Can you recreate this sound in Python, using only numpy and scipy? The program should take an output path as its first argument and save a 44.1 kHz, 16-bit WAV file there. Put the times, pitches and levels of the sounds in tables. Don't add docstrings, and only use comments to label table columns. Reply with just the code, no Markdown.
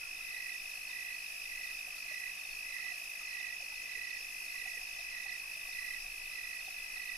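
import sys
import numpy as np
from scipy import signal
from scipy.fft import rfft, irfft
from scipy.io import wavfile
from scipy.ndimage import uniform_filter1d

SR = 44100
rng = np.random.default_rng(int(sys.argv[2]) if len(sys.argv) > 2 else 0)


def persist_wave(psi):
    counts = np.round(np.clip(psi, -1, 1) * 32767).astype(np.int16)
    wavfile.write(sys.argv[1], SR, np.atleast_2d(counts).T)


N = 316312
TIME = np.arange(N) / SR
FREQ = np.maximum(np.arange(N // 2 + 1) * SR / N, 1)


def undb(db):
    return 10 ** (np.asarray(db) / 20)


def place(x, pan_db):
    gains = undb(np.array([[pan_db], [-pan_db]]) / 2)
    return x * gains / np.sqrt(np.mean(gains ** 2))


def add(track, at_s, sound):
    start = int(at_s * SR) - sound.shape[-1] // 2
    lo, hi = max(start, 0), min(start + sound.shape[-1], N)
    if hi > lo:
        track[..., lo:hi] += sound[..., lo - start:hi - start]


def drift(rate_hz):
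    hold = max(int(SR / rate_hz), 1)
    steps = np.repeat(rng.standard_normal(N // hold + 1), hold)
    slewed = uniform_filter1d(steps, hold)[:N]
    return slewed / slewed.std()


def band(hz, width_hz):
    resonance = 1 / (1 + 2 * ((FREQ - hz) / width_hz) ** 2)
    noise = irfft(rfft(rng.standard_normal((2, N))) * resonance, N)
    return noise / noise.std()


def bush(x, t60_s, wet_db):
    t = TIME[:SR // 2]
    tail = rng.standard_normal((2, len(t))) * np.exp(-np.log(1000) * t / t60_s) * (t > .004)
    tail /= np.sqrt(np.sum(tail ** 2, axis=1, keepdims=True))
    return x + undb(wet_db) * signal.fftconvolve(x, tail, axes=1)[:, :N]


def stroke(hz, fall, length_s, overtone_db, bend, edge, peak_late=1):
    progress = np.linspace(0, 1, max(int(length_s * SR), 2))
    pitch = hz * (1 - fall * progress ** bend)
    phase = 2 * np.pi * (np.cumsum(pitch) / SR + rng.random())
    envelope = np.abs(np.sin(np.pi * progress ** peak_late)) ** edge
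    return np.sqrt(2) * envelope * (np.sin(phase) + undb(overtone_db) * np.sin(2 * phase))


def trill(rate_hz=51.252, pitch_hz=2616, level_db=-41.4, scatter_db=.7, scatter_hz=9, jitter_s=.00018):
    beats = .0156 + np.arange(-1, N / SR * rate_hz) / rate_hz
    out = np.zeros(N)
    for at, (force, tuning, slip) in zip(beats, rng.standard_normal((len(beats), 3))):
        hz = pitch_hz + scatter_hz * tuning
        note = stroke(hz, fall=.089, length_s=.013, overtone_db=-29, bend=2.2, edge=.74, peak_late=1.1)
        add(out, at + jitter_s * slip, undb(level_db + scatter_db * force) * note)
    return bush(place(out, pan_db=-2.8), t60_s=.15, wet_db=-19)


def tree_crickets(strokes=8, bright_db=-46, mellow_db=-46.7, left_db=-52, scatter_db=1, scatter_hz=10):
    voices = {"bright": (2095, 0.07, 33.5, 0.0116, -13, -28),
              "mellow": (1989.5, 0.0422, 33, 0.0246, -30, -24), "left": (2016, 0.0167, 32.5, 0.03, -22, 25)}
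    # bright's start t/s, mellow's lag/s, mellow's strokes, left's lead/s,
    # effort of the right-hand pair/dB
    rounds = [(.289, 0.054, 8, 0.047, 0), (.901, .034, 8, 0.019, -0.5), (1.495, .029, 7, 0.029, -2),
              (2.089, 0.025, 7, 0.029, 1), (2.697, 0.041, 7, 0.078, 2.5), (3.282, .040, 8, .12, 1),
              (3.896, .062, 8, .19, 1), (4.498, 0.066, 8, .16, -0.5), (5.119, .025, 8, .18, .5),
              (5.730, 0.03, 8, 0.12, 1.5), (6.328, 0.057, 8, .11, -.5), (6.913, .058, 8, .13, -1)]
    out = np.zeros((2, N))
    for at, lag_s, mellow_strokes, lead_s, effort_db in rounds:
        entries = [("left", at - lead_s, strokes, left_db),
                   ("bright", at, strokes, bright_db + effort_db),
                   ("mellow", at + lag_s, mellow_strokes, mellow_db + effort_db)]
        for who, start, count, db in entries:
            hz, fall, rate, length_s, overtone_db, pan_db = voices[who]
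            for k, (force, tuning) in enumerate(rng.standard_normal((count, 2))):
                note = stroke(hz + scatter_hz * tuning, fall, length_s, overtone_db, bend=1.1, edge=.6)
                add(out, start + k / rate, place(note, pan_db) * undb(db + scatter_db * force))
    near = bush(out, t60_s=.09, wet_db=-6.5)
    return bush(near, t60_s=1.6, wet_db=-18.5)


def far_insects(wander_s=.012, scatter_db=2.5, detune=.012):
    # first stroke t/s, phrase period/s, strokes per phrase, stroke rate/Hz, f/Hz,
    # fall/share of f, stroke length/s, level/dB, pan/dB
    callers = [(.18, .357, 4, 16.7, 3810, 0.0835, 0.0302, -63.3, 2.5),
               (.32, .415, 3, 16.7, 4400, 0.033, .026, -61.5, 1),
               (.70, .43, 3, 16.5, 4340, 0.057, .026, -64.5, -14),
               (0, .93, 40, 43, 2035, 0.053, .017, -57, 17)]
    out = np.zeros((2, N))
    for first, period, count, rate, hz, fall, length_s, db, pan_db in callers:
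        for beat in np.arange(first, N / SR, period):
            start = beat + wander_s * rng.standard_normal()
            for k, (force, tuning) in enumerate(rng.standard_normal((count, 2))):
                pitch = hz * (1 + detune * tuning)
                note = stroke(pitch, fall, length_s, overtone_db=-40, bend=1.17, edge=.69)
                add(out, start + k / rate, place(note, pan_db) * undb(db + scatter_db * force))
    return bush(out, t60_s=.2, wet_db=-5)


def high_insect(rate_hz=14.1, pitch_hz=6700, level_db=-62, rise_s=3.9, scatter_db=2, jitter_s=.004):
    # from t/s, to t/s
    bouts = [(0, 5.4), (6.4, 7.17)]
    out = np.zeros(N)
    for first, last in bouts:
        beats = np.arange(first, last, 1 / rate_hz)
        for at, (force, tuning, slip) in zip(beats, rng.standard_normal((len(beats), 3))):
            hz = pitch_hz * (1 + .008 * tuning)
            note = stroke(hz, fall=.04, length_s=.036, overtone_db=-40, bend=1.6, edge=.9)
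            fade_in_db = -6 * max(1 - (at - first) / rise_s, 0)
            add(out, at + jitter_s * slip, note * undb(level_db + fade_in_db + scatter_db * force))
    return bush(place(out, pan_db=-10), t60_s=.39, wet_db=-4.5)


def chorus(flicker_db=1.27, swell_db=.33):
    # f/Hz, width/Hz, level/dB, pan/dB
    bands = [(1733, 110, -66, -2.5), (2020, 210, -59.5, 7), (2524, 256, -53.5, -4), (2770, 360, -58.5, -7),
             (5140, 200, -62, 0), (5236, 680, -55, -0.5), (5920, 1020, -61, -2)]
    shimmer = sum(place(band(hz, width), pan_db) * undb(db + flicker_db * drift(22))
                  for hz, width, db, pan_db in bands)
    return shimmer * undb(swell_db * drift(.803))


def plinks(t60_s=.073, rise_s=.0043, roughness=.487, spread_db=3.5, spread_octaves=.082):
    # t/s, peak level/dB, f/Hz, pan/dB
    clear = [(1.872, -54, 718, 0), (2.11, -55.5, 632, 0), (2.862, -58, 1133, -3), (3.206, -54.5, 1254, -2),
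             (3.719, -57, 835.4, -1), (4.657, -51.5, 733, -7), (5.256, -54.5, 787, 0),
             (6.675, -51.5, 726, 2)]
    # from t/s, to t/s, rate/Hz, centre f/Hz, typical peak level/dB
    sprinkles = [(0, 7.17, 7, 715, -63.5), (0, 7.17, 4, 1133, -63), (0, 7.17, 3, 1273, -62),
                 (3.6, 4.8, 6, 500, -62.5)]
    faint = []
    for first, last, rate, hz, db in sprinkles:
        count = int((last - first) * rate)
        for at, (force, tuning) in zip(rng.uniform(first, last, count), rng.standard_normal((count, 2))):
            faint.append((at, db + spread_db * force, hz * 2 ** (spread_octaves * tuning), -1))
    t = np.maximum(np.arange(-SR // 8, SR // 8) / SR, 0)
    envelope = (1 - np.exp(-t / rise_s)) * np.exp(-np.log(1000) * t / t60_s)
    out = np.zeros((2, N))
    for at, db, hz, pan_db in list(clear) + faint:
        stray = roughness * np.cumsum(rng.standard_normal(len(t))) / np.sqrt(SR // 1000)
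        ring = np.sin(2 * np.pi * hz * t + stray) * envelope
        add(out, at, place(ring / np.abs(ring).max(), pan_db) * undb(db))
    return bush(out, t60_s=.19, wet_db=-13)


def tick(at_s=4.732, level_db=-52):
    sweep = stroke(hz=4200, fall=.28, length_s=.005, overtone_db=-30, bend=.91, edge=1)
    out = np.zeros(N)
    add(out, at_s, undb(level_db) * sweep)
    return place(out, pan_db=-5)


def air(flicker_db=.7, crossover_hz=7000):
    # f/Hz, level in a 1 Hz band/dB, pan/dB, likeness of the ears/0-1
    spectrum = [(60, -99, 2, .05), (250, -99, 0, .4), (380, -100.3, 0, .45), (560, -98.8, 0, .6),
                (720, -92.5, -1, .7), (960, -99, -1, .5), (1180, -94.3, -2.5, .3), (1480, -97.3, -2, .1),
                (3500, -94, -2, .1), (6500, -95.5, 0, .05), (7150, -102, 4, .05), (8200, -95.5, 10, .02),
                (11000, -91.5, 11, .02), (13800, -101, 11, .02), (15300, -115, 9, .02)]
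    # t/s, level/dB
    swell = [(0.1, -57.5), (0.91, -56.5), (2.88, -57.5), (3.0, -55.5), (3.29, -58.5), (4.12, -59),
             (4.4, -55.5), (5.1, -59), (5.88, -55.5), (5.96, -57), (6.73, -57.5), (7.0, -57.5)]
    hz, *columns = np.transpose(spectrum)
    db, pan_db, alike = (np.interp(np.log(FREQ), np.log(hz), column) for column in columns)
    noise = rfft(rng.standard_normal((3, N))) * np.sqrt(SR / 2)
    ears = np.sqrt(alike) * noise[0] + np.sqrt(1 - alike) * noise[1:]
    ears *= undb(db + np.array([pan_db, -pan_db]) / 2)
    treble = 1 / (1 + (crossover_hz / FREQ) ** 8)
    swell_db = np.interp(TIME, *np.transpose(swell))
    hiss = irfft(ears * treble, N) * undb(swell_db - swell_db.mean() + flicker_db * drift(90))
    return irfft(ears * (1 - treble), N) + hiss


def rumble(level_db=-65.5, sway_db=1.7, gust_at_s=5.98, gust_half_width_s=.65, gust_db=7):
    gust = np.exp(-((TIME - gust_at_s) / gust_half_width_s) ** 2)
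    sub = place(band(hz=18, width_hz=12.7), pan_db=4.5)
    return sub * undb(level_db + gust_db * gust + sway_db * drift(3))


def scene():
    insects = trill() + tree_crickets() + far_insects() + high_insect() + chorus()
    return insects + plinks() + tick() + air() + rumble()


def record(dry):
    cutoff_hz = 15500
    return signal.sosfilt(signal.ellip(8, .2, 70, cutoff_hz, fs=SR, output="sos"), dry)


dry = scene()
out = record(dry)
persist_wave(out)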